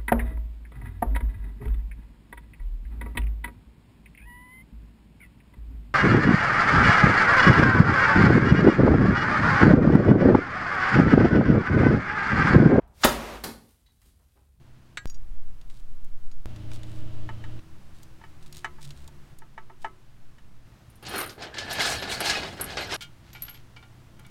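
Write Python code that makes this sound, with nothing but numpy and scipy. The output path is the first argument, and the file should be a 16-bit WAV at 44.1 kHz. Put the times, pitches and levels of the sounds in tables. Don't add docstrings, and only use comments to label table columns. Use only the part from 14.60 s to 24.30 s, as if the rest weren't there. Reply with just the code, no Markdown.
import sys
import numpy as np
from scipy import signal
from scipy.fft import rfft, irfft, next_fast_len
from scipy.io import wavfile
from scipy.ndimage import uniform_filter1d

SR = 44100
rng = np.random.default_rng(int(sys.argv[2]) if len(sys.argv) > 2 else 0)


def file_out(sig):
    cols = np.atleast_2d(sig).T
    lim = np.clip(cols, -1, 1)
    pcm = np.round(lim * 32767).astype(np.int16)
    wavfile.write(sys.argv[1], SR, pcm)


N = 427769
TIME = np.arange(N) / SR


def from_db(db):
    return 10 ** (np.asarray(db) / 20)


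def unit_level(x):
    return x / np.sqrt(np.mean(x ** 2) + 1e-20)


def in_time(rows):
    times, *columns = np.transpose(rows)
    return [np.interp(TIME, times, c) for c in columns]


def in_steps(rows, change_s=0.02):
    times, *columns = np.transpose(rows)
    row = np.maximum(np.searchsorted(times, TIME, side="right") - 1, 0)
    return [uniform_filter1d(c[row], round(change_s * SR)) for c in columns]


def swells(rows, attack_s, release_s):
    power = 0
    for s, length, db in rows:
        early, late = np.maximum(s - TIME, 0), np.maximum(TIME - s - length, 0)
        fade = np.minimum((early / attack_s) ** 2 + late / release_s, 20)
        power = power + from_db(db) ** 2 * np.exp(-2 * fade)
    return np.sqrt(power)


def level_at(spectrum, hz):
    points_hz, points_db = np.transpose(spectrum)
    return np.interp(np.log(hz + 1e-6), np.log(points_hz), points_db)


def colour(x, spectrum):
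    size = next_fast_len(len(x))
    hz = np.arange(size // 2 + 1) * SR / size
    return unit_level(irfft(rfft(x, size) * from_db(level_at(spectrum, hz)), size)[:len(x)])


def split(x):
    size = next_fast_len(len(x))
    centres = 180 * 2 ** (np.arange(14)[:, None] / 2)
    hz = np.clip(np.arange(size // 2 + 1) * SR / size, centres[0], centres[-1])
    shares = np.maximum(1 - 2 * np.abs(np.log2(hz / centres)), 0)
    return centres, irfft(rfft(x, size) * shares, size)[:, :len(x)]


def noise(spectrum):
    return colour(rng.standard_normal(N), spectrum)


def drift(per_s):
    knots = rng.standard_normal(4000)
    return unit_level(np.interp(TIME * per_s, np.arange(len(knots)), knots))


def grains(per_s, spread_db):
    sizes = from_db(spread_db * np.minimum(rng.exponential(1, N), 4))
    return unit_level(sizes * rng.choice([-1, 1], N) * (rng.random(N) < per_s / SR))


def ring(force, tones, wander_db=0):
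    out = 0
    for hz, db, t60 in tones:
        decay, angle = from_db(-60 / (t60 * SR)), 2 * np.pi * hz / SR
        drive = force * from_db(wander_db * drift(18)) if wander_db else force
        feedback = [1, -2 * decay * np.cos(angle), decay ** 2]
        out = out + signal.lfilter([0, from_db(db) * np.sin(angle)], feedback, drive)
    return unit_level(out)


def blows(hits, tones, crack, crack_db, crack_t60, damping, rise_s, scatter_db=1.5, detune=0.0013):
    t = np.arange(SR // 2) / SR
    hz, tone_db, t60 = np.transpose(tones)[:, :, None]
    centres, bands = split(colour(rng.standard_normal(2 * SR), crack))
    band_t60 = crack_t60 * (centres / 2000) ** -damping
    band_fade = from_db(crack_db - 60 * t / band_t60)
    tone_fade = from_db(tone_db - 60 * t / t60) / np.linalg.norm(from_db(tone_db))
    out = np.zeros(N + len(t))
    for s, peak_db, *hardness in hits:
        tilt = hardness[0] if hardness else 0
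        strength = from_db(scatter_db * rng.standard_normal(hz.shape) + tilt * np.log2(hz / hz.mean()))
        pitch = hz * (1 + detune * rng.standard_normal(hz.shape))
        ringing = strength * tone_fade * np.sin(2 * np.pi * (pitch * t + rng.random(hz.shape)))
        start = rng.integers(len(t), SR)
        burst = bands[:, start:start + len(t)] * band_fade * from_db(tilt * np.log2(centres / hz.mean()))
        blow = (ringing.sum(axis=0) + burst.sum(axis=0)) * (1 - np.exp(-t / rise_s))
        at = round(s * SR)
        out[at:at + len(t)] += blow * from_db(peak_db) / np.abs(blow).max()
    return out[:N]


def hum(speed, harmonics, waver, flutter_db):
    turns = np.cumsum(speed * (1 + waver * drift(14))) / SR
    out = 0
    for multiple, db in harmonics:
        gain = from_db(db + flutter_db * drift(11))
        out = out + gain * np.sin(2 * np.pi * (multiple * turns + rng.random()))
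    return unit_level(out)


# (time [s], motor speed [turns/s], motor [dB], hush [dB], wind [dB])
SURROUNDINGS = [(0, 32, -55.5, -56.5, -51.5), (.457, 29.2, -60.5, -57.5, -24.5),
                (1.858, 28.4, -40, -53.5, -27), (3.0, 30.5, -64, -52.5, -38), (4.75, 30.1, -64, -56, -41),
                (6.06, 30.2, -59, -53.5, -67), (8.364, 30.8, -55.5, -53, -51.5)]
# (frequency [Hz], level [dB])
HUSH = [(24, -24), (40, -8), (85, -13.5), (124, -10.5), (283, -23.5), (433, -30), (1070, -31),
        (1410, -32.5), (2000, -35), (2260, -36.5), (2630, -37), (16000, -52)]
GUSTS = [(2, -1), (5, 2), (10, -11), (20, -22), (40, -30.5), (80, -60), (200, -83.5)]
PUFF_RUMBLE = [(8, 3), (24, 10), (45, -11), (70, -8), (110, -28), (250, -76)]
# (time [s], length [s], level [dB])
PUFFS = [(0.645, 0.07, -34), (0.9, 0.054, -38)]
# (time [s], level [dB])
POPS = [(0.4567, -22), (1.858, -25)]


def open_air():
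    _, _, hush_db, wind_db = in_steps(SURROUNDINGS)
    pops = sum(from_db(db) * (TIME >= s) * np.exp(-np.abs(TIME - s) / 0.0061) for s, db in POPS)
    puffs = noise(PUFF_RUMBLE) * swells(PUFFS, attack_s=0.033, release_s=0.05)
    return from_db(hush_db) * noise(HUSH) + from_db(wind_db) * noise(GUSTS) + puffs + pops


# (multiple of its speed, level [dB])
MOTOR_TONES = [(2, -7), (3, -4.5), (4, 1.5), (5, -16), (7, -15), (11, -13), (21, -24), (22, -23.5)]
# (frequency [Hz], level [dB])
MOTOR_RUSH = [(29, -43), (50, -11), (117, -12), (169, -11), (279, -16.5), (320, -11.5), (376, -21),
              (609, -24), (766, -27.5), (2500, -35.5), (2930, -30), (3400, -34.5), (12000, -57),
              (15600, -78.5)]


def far_motor():
    speed, level_db, _, _ = in_steps(SURROUNDINGS)
    tones = hum(speed, MOTOR_TONES, waver=0.00594, flutter_db=0.5)
    return from_db(level_db) * (tones + from_db(-9.5) * noise(MOTOR_RUSH))


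# (time [s], pitch [Hz], level [dB])
DRONE = [(2.98, 81, -84), (3.01, 80.8, -53), (3.55, 80.5, -53.5), (3.95, 70.5, -53), (4.55, 70.8, -53),
         (5.0, 60.8, -67), (5.5, 59.6, -72)]
# (multiple of its pitch, level [dB])
DRONE_TONES = [(1, -3.5), (2, -1), (4, -9), (5, -10)]
# (frequency [Hz], level [dB])
EXHAUST = [(70, 1), (145, 0), (180, -16), (280, -11), (325, -0.5), (352, 0.5), (390, -12), (600, -22)]


def road_drone():
    hz, level_db = in_time(DRONE)
    return from_db(level_db) * colour(hum(hz, DRONE_TONES, waver=0.00527, flutter_db=3.5), EXHAUST)


# (time [s], length [s], level [dB])
PULLS = [(1.1, 0.11, -65.5), (2.118, 0.03, -55), (2.26, 0.13, -64), (3.36, 0.065, -63), (3.835, 0.025, -60),
         (3.955, 0.038, -54), (4.22, 0.2, -59.5), (5.215, 0.026, -61)]
# (time [s], level [dB], brightness [dB/octave])
SNAGS = [(1.013, -46, -1), (1.099, -46.5, -4.5), (1.446, -44, 11), (1.715, -45.5, -4), (1.961, -41.5, -3),
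         (2.116, -36, -5), (2.233, -36.5, -3), (2.992, -40.5, -7), (3.431, -40.5, 7), (3.926, -35.5, 3.5),
         (3.968, -33.5, 2.5), (4.228, -38, 3), (4.306, -34.5, -3), (4.477, -38, 4.5), (4.787, -40, 10),
         (8.731, -37.5, 1), (9.595, -43.5, 12), (9.665, -44, 9)]
# (frequency [Hz], level [dB])
WEBBING = [(600, -14), (1800, -4), (3800, 4), (6000, -3), (8500, -1), (11000, -9.5), (16000, -14.5)]
# (time [s], relative level [dB])
BUCKLE_HITS = [(0.4723, -42), (0.4984, -36), (0.5444, -45.5), (1.715, -52)]
# (pitch [Hz], level [dB], ring time [s])
BUCKLE = [(4820, 2.5, 0.078), (5660, 5, 0.062), (6700, 5, 0.079), (12360, -10, 0.084)]


def strap():
    pulling = swells(PULLS, attack_s=0.015, release_s=0.026)
    fibres = grains(per_s=900, spread_db=4.0)
    rasp = colour(fibres, WEBBING) * pulling * from_db(3.1 * drift(60))
    snags = blows(SNAGS, BUCKLE, WEBBING, crack_db=12, crack_t60=0.035, damping=0.33, rise_s=0.0001)
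    buckle = blows(BUCKLE_HITS, BUCKLE, WEBBING,
                   crack_db=-2, crack_t60=0.021, damping=0.2, rise_s=0.00052)
    return rasp + snags + from_db(0.7) * buckle


# (time [s], level [dB], brightness [dB/octave])
BAR_HITS = [(0.372, -21, 0.0)]
BLOCK_HITS = [(2.690, -27.5, -0.5), (2.839, -35, 3), (3.613, -42, -3), (3.638, -37.5, 1),
              (4.045, -18.5, 1.5), (4.185, -42, -3), (4.480, -47.5, -7), (4.820, -39.5, -4),
              (4.978, -28.5, -2.5), (5.098, -39.5, -6.5), (5.245, -20, -2.5), (5.783, -47.5, 5)]
# (pitch [Hz], level [dB], ring time [s])
BAR = [(1250, -2, 0.13), (1460, -10, 0.14), (1640, 2, 0.2), (1930, -6, 0.2), (2150, -1, .06),
       (2300, -2, 0.092), (3700, 1, 0.065), (3900, 2, 0.067), (4360, -1, 0.093), (6140, -12, 0.12),
       (7500, -13, 0.18), (7790, -3, 0.076)]
BLOCK = [(374, -17.5, 0.39), (680, -7, 0.11), (893, 8, 0.07), (1010, -17, 0.37), (1144, -11.5, 0.18),
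         (1297, -2.5, .15), (1500, -10, 0.069), (1707, 3, 0.067), (1862, 4, 0.046), (1975, -6, .08),
         (2070, -14, 0.17), (2255, -6.5, 0.08), (2680, -13, 0.066), (2990, -5, 0.079), (3550, -15, 0.065),
         (3800, -14, 0.073), (10860, -34, 0.091)]
# (frequency [Hz], level [dB])
BAR_CRACK = [(180, -51), (300, -16), (433, -21), (828, -19), (1500, -6), (2200, -5.5), (4160, -16),
             (4750, -21), (7570, -18), (16000, -46)]
BLOCK_CRACK = [(200, -31), (380, -0.5), (520, -18), (880, 0.5), (1900, -1.5), (2600, -8), (4000, -19),
               (7500, -20), (15000, -49)]


def engine_knocks():
    bar = blows(BAR_HITS, BAR, BAR_CRACK, crack_db=1, crack_t60=0.06, damping=0.18, rise_s=0.0004)
    block = blows(BLOCK_HITS, BLOCK, BLOCK_CRACK,
                  crack_db=-10.5, crack_t60=0.091, damping=0.31, rise_s=0.00049)
    return bar + block


# (time [s], relative level [dB])
CHAIN_HITS = [(6.2996, -50), (6.3555, -49), (6.4268, -44), (6.484, -39), (6.4931, -31), (6.5585, -31),
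              (6.5805, -20.5), (6.592, -29), (6.6025, -24.5), (6.614, -28), (6.6605, -32.5), (6.833, -48),
              (7.1285, -28)]
HOOK_HITS = [(7.217, -29), (7.6036, -19.5), (8.0103, -17.5), (8.0408, -22.5), (8.3405, -27)]
SHACKLE_HITS = [(6.702, -48), (7.099, -48), (7.415, -45), (8.2117, -44), (8.7329, -47), (8.8212, -24),
                (8.8931, -38), (8.9391, -48)]
# (pitch [Hz], level [dB], ring time [s])
CHAIN = [(8930, -9, .09), (9030, -8, .09), (9600, -9, .06), (9760, -5, .07), (9850, -1, .08),
         (12356, -0.5, .07), (14750, -18, .05)]
HOOK = [(8000, -8, .05), (8856, -3, .06), (9300, -9, .04), (10060, -14, .04), (11230, 0, .064),
        (11340, -3, .07), (12560, -9, .06), (13780, -8, .036), (14140, -13, .06)]
SHACKLE = [(11540, 0, .13), (11610, -4, .13), (11980, -12, .1), (12150, -6, .13), (12356, -17, .1),
           (12780, -12, .16)]
# (frequency [Hz], level [dB])
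LINK_CRACK = [(1000, -6), (2500, -5), (6000, -6.5), (12000, -4), (16000, -4)]
# (time [s], length [s], relative level [dB])
CHAIN_SHAKES = [(6.545, 0.074, -44.5)]


def lifting_tackle():
    chain = blows(CHAIN_HITS, CHAIN, LINK_CRACK,
                  crack_db=-5.5, crack_t60=0.032, damping=0.26, rise_s=0.00074, scatter_db=1)
    links = grains(per_s=970, spread_db=5.5) * swells(CHAIN_SHAKES, attack_s=0.022, release_s=0.064)
    shaking = np.std(links) * (ring(links, CHAIN, wander_db=4) + from_db(-5) * colour(links, LINK_CRACK))
    hook = blows(HOOK_HITS, HOOK, LINK_CRACK, crack_db=-9, crack_t60=0.035, damping=0.27, rise_s=0.00095)
    shackle = blows(SHACKLE_HITS, SHACKLE, LINK_CRACK,
                    crack_db=-11, crack_t60=0.059, damping=0.19, rise_s=0.00034)
    return from_db(-0.5) * chain + shaking + from_db(-2) * hook + from_db(3) * shackle


# (time [s], level [dB], brightness [dB/octave])
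BOOM_HITS = [(8.408, -29.5, 4.5), (8.420, -29, 5), (8.750, -35.5, -2.5), (8.881, -32, -0.5),
             (8.945, -42, 3), (9.163, -37, -2.2), (9.226, -42.5, -3.5), (9.591, -44.5, -4),
             (9.648, -44, -3)]
# (pitch [Hz], level [dB], ring time [s])
BOOM = [(760, -12, 0.12), (865, -7.5, 0.17), (1413, -0.5, 0.18), (1694, -4, 0.061), (2222, -1.5, 0.18),
        (2307, -3, 0.17), (2880, -1.5, 0.16), (3156, -2.5, 0.15), (3410, -7, 0.089), (3635, -5, 0.13),
        (4300, -17, 0.11), (4870, -7, 0.073)]
# (frequency [Hz], level [dB])
BOOM_CRACK = [(500, -12), (1300, -3), (2700, -1), (4500, -4.5), (7000, -13.5), (14000, -32)]
# (time [s], length [s], level [dB])
SCRAPES = [(8.665, 0.035, -59.5), (8.755, 0.025, -55.5), (8.83, 0.07, -55), (8.95, 0.027, -57)]


def boom():
    clanks = blows(BOOM_HITS, BOOM, BOOM_CRACK, crack_db=-3.5, crack_t60=0.11,
                   damping=0.061, rise_s=0.0007, scatter_db=3.5, detune=0.0057)
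    slips = grains(per_s=1500, spread_db=3.5)
    return clanks + colour(slips, BOOM_CRACK) * swells(SCRAPES, attack_s=0.028, release_s=0.024)


# (time [s], length [s], level [dB])
SWIVELS = [(6.548, 0.077, -34.5), (6.838, .01, -49), (8.005, 0.023, -40.5), (8.32, 0.023, -39)]
# (frequency [Hz], level [dB])
GRIT = [(3000, -4), (6000, 7), (8500, 10.5), (10500, 3), (13500, -2), (16000, -10)]
GRIND = [(150, -21), (340, 4.5), (520, -11.5), (800, -9), (1250, 2), (1700, -2.5), (2500, -10), (5000, -26),
         (12000, -52)]
RUMBLE = [(25, -12), (70, 1), (200, -4.5), (350, -10), (700, -51)]


def wheels(grit_gain, extra_push_db):
    grit = colour(grains(per_s=4000, spread_db=1.5), GRIT) * grit_gain
    swivelling = swells(SWIVELS, attack_s=0.018, release_s=0.038)
    grinding = colour(grains(per_s=1200, spread_db=1.0), GRIND) * swivelling
    rumble = noise(RUMBLE) * from_db(-47 + 0.46 * extra_push_db)
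    return grit + grinding + rumble


# (frequency [Hz], level [dB])
RATTLE = [(100, -31), (220, -12), (370, 3.5), (520, 0), (760, 6), (1080, -3.5), (1400, 1.5), (3000, 1),
          (5000, -0.5), (6200, -7.5), (8800, -17), (11000, -31), (16000, -46)]


def clatter(per_s, t60, parts=28):
    count = round(per_s * N / SR)
    out = 0
    for hz in np.geomspace(330, 7000, parts) * rng.uniform(0.95, 1.05, parts):
        taps = np.zeros(N)
        taps[rng.integers(0, N, count)] = rng.exponential(1, count)
        gain = from_db(level_at(RATTLE, hz)) * np.sqrt(hz)
        out = out + gain * ring(taps + 1e-18, [(hz, 0, t60)])
    return unit_level(out)


# (time [s], level [dB], brightness [dB/octave])
FRAME_HITS = [(6.4515, -36, 2), (6.464, -29.5, 5), (6.537, -26, -7.5), (6.693, -33.5, 4),
              (6.779, -32.5, -6), (6.8215, -28, 1), (6.941, -29.5, 1), (6.983, -23.5, 4.5),
              (7.0785, -31, -3), (7.1085, -26.5, 6), (7.184, -20, -3), (7.206, -19.5, 3), (7.272, -21, 4),
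              (7.4225, -22, -1), (7.4756, -24, -2.5), (7.515, -21.5, 3.5), (7.604, -17.5, -1.5),
              (7.657, -18, 1), (7.6956, -12, 4), (7.831, -25.5, -2), (7.998, -26, -2.5), (8.1026, -29.5, 0),
              (8.170, -18.5, -0.5), (8.321, -20, -0.5)]
# (pitch [Hz], level [dB], ring time [s])
FRAME = [(738, -7, .06), (882, -7, .1), (1662, -2, .25), (1733, 4, .15), (2082, -1, .14), (2897, -2, .16),
         (3250, 1, .12), (4025, -1, .2), (4277, 0, .16), (4302, 1, .16), (4639, -3, .12), (5177, 2, .07),
         (5676, -8, .12), (6660, -7, .1)]
BRACE = [(1754, 0, 0.24)]
# (time [s], length [s], level [dB])
BRACE_BUZZ = [(6.97, 0.56, -44.5)]
JOLT_ATTACK_S, JOLT_RELEASE_S = 0.031, 0.049


def frame(rattle_db, extra_push_db, bumps_db):
    shaking = grains(per_s=2600, spread_db=0.7)
    pings = from_db(-3) * clatter(per_s=55, t60=0.06)
    tubes = from_db(-5.5) * ring(shaking, FRAME, wander_db=2.5)
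    centres, bands = split(colour(shaking, RATTLE) + tubes + pings)
    shifting_db = 1.6 * np.array([drift(28) for _ in centres])
    brightness = 0.21 * (rattle_db + 30.5) + 0.013 * extra_push_db
    tilt_db = brightness * np.log2(np.minimum(centres, 6000) / 2200)
    rattle = (bands * from_db(tilt_db + shifting_db)).sum(axis=0) * from_db(rattle_db - 4.5 + bumps_db)
    brace = ring(shaking, BRACE) * swells(BRACE_BUZZ, JOLT_ATTACK_S, JOLT_RELEASE_S)
    clanks = blows(FRAME_HITS, FRAME, RATTLE,
                   crack_db=8, crack_t60=0.18, damping=0.17, rise_s=0.0005, scatter_db=4.5)
    return rattle + brace + clanks


# (time [s], relative level [dB])
PUSH = [(6.43, -48.5), (6.5, -39.5), (6.75, -67), (6.92, -70), (7.05, -44), (7.3, -37), (7.57, -38),
        (7.8, -34), (7.96, -43.5), (8.36, -42.5)]
# (time [s], length [s], relative rattle level [dB], grit level [dB])
ROUGH_PATCHES = [(6.556, 0.053, -34, -59), (6.832, 0.0059, -36.5, -65), (6.99, 0.022, -34, -57),
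                 (7.122, 0.034, -32, -50), (7.217, 0.015, -24, -41), (7.275, 0.053, -27, -37.5),
                 (7.519, 0.02, -33.5, -41.5), (7.664, 0.029, -26, -39), (7.748, 0.016, -31, -54),
                 (8.099, 0.023, -40, -57), (8.198, 0.045, -35, -55), (8.328, 0.02, -30.5, -48)]


def rolling_hoist(start_s=6.425, stop_s=8.364, fade_s=0.0014):
    push_db, = in_time(PUSH)
    extra_push_db = push_db - np.mean(PUSH, axis=0)[1]
    patches = np.array(ROUGH_PATCHES)
    jolts = swells(patches[:, :3], JOLT_ATTACK_S, JOLT_RELEASE_S)
    rattle_db = 20 * np.log10(np.hypot(from_db(push_db), jolts))
    rough_grit = swells(patches[:, [0, 1, 3]], attack_s=0.024, release_s=0.029)
    smooth_grit = from_db(push_db - 19.5)
    crunch = np.hypot(smooth_grit, rough_grit)
    bumps_db = 1.07 * drift(70)
    rattle = frame(rattle_db, extra_push_db, bumps_db)
    wheel_noise = wheels(crunch * from_db(bumps_db), extra_push_db)
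    nudges = grains(per_s=140, spread_db=3.0)
    jingle = ring(nudges, CHAIN + HOOK + SHACKLE, wander_db=9) * crunch * from_db(-12)
    rolling = np.interp(TIME, [start_s, start_s + fade_s, stop_s, stop_s + fade_s], [0, 1, 1, 0])
    return rolling * (rattle + wheel_noise + jingle)


def scene():
    background = open_air() + far_motor() + road_drone()
    return (background + strap() + engine_knocks() + lifting_tackle() + boom() + rolling_hoist())[None]


def record(dry):
    return signal.sosfilt(signal.ellip(10, 0.1, 80, 15900, fs=SR, output="sos"), dry)


dry = scene()
out = record(dry)
file_out(out)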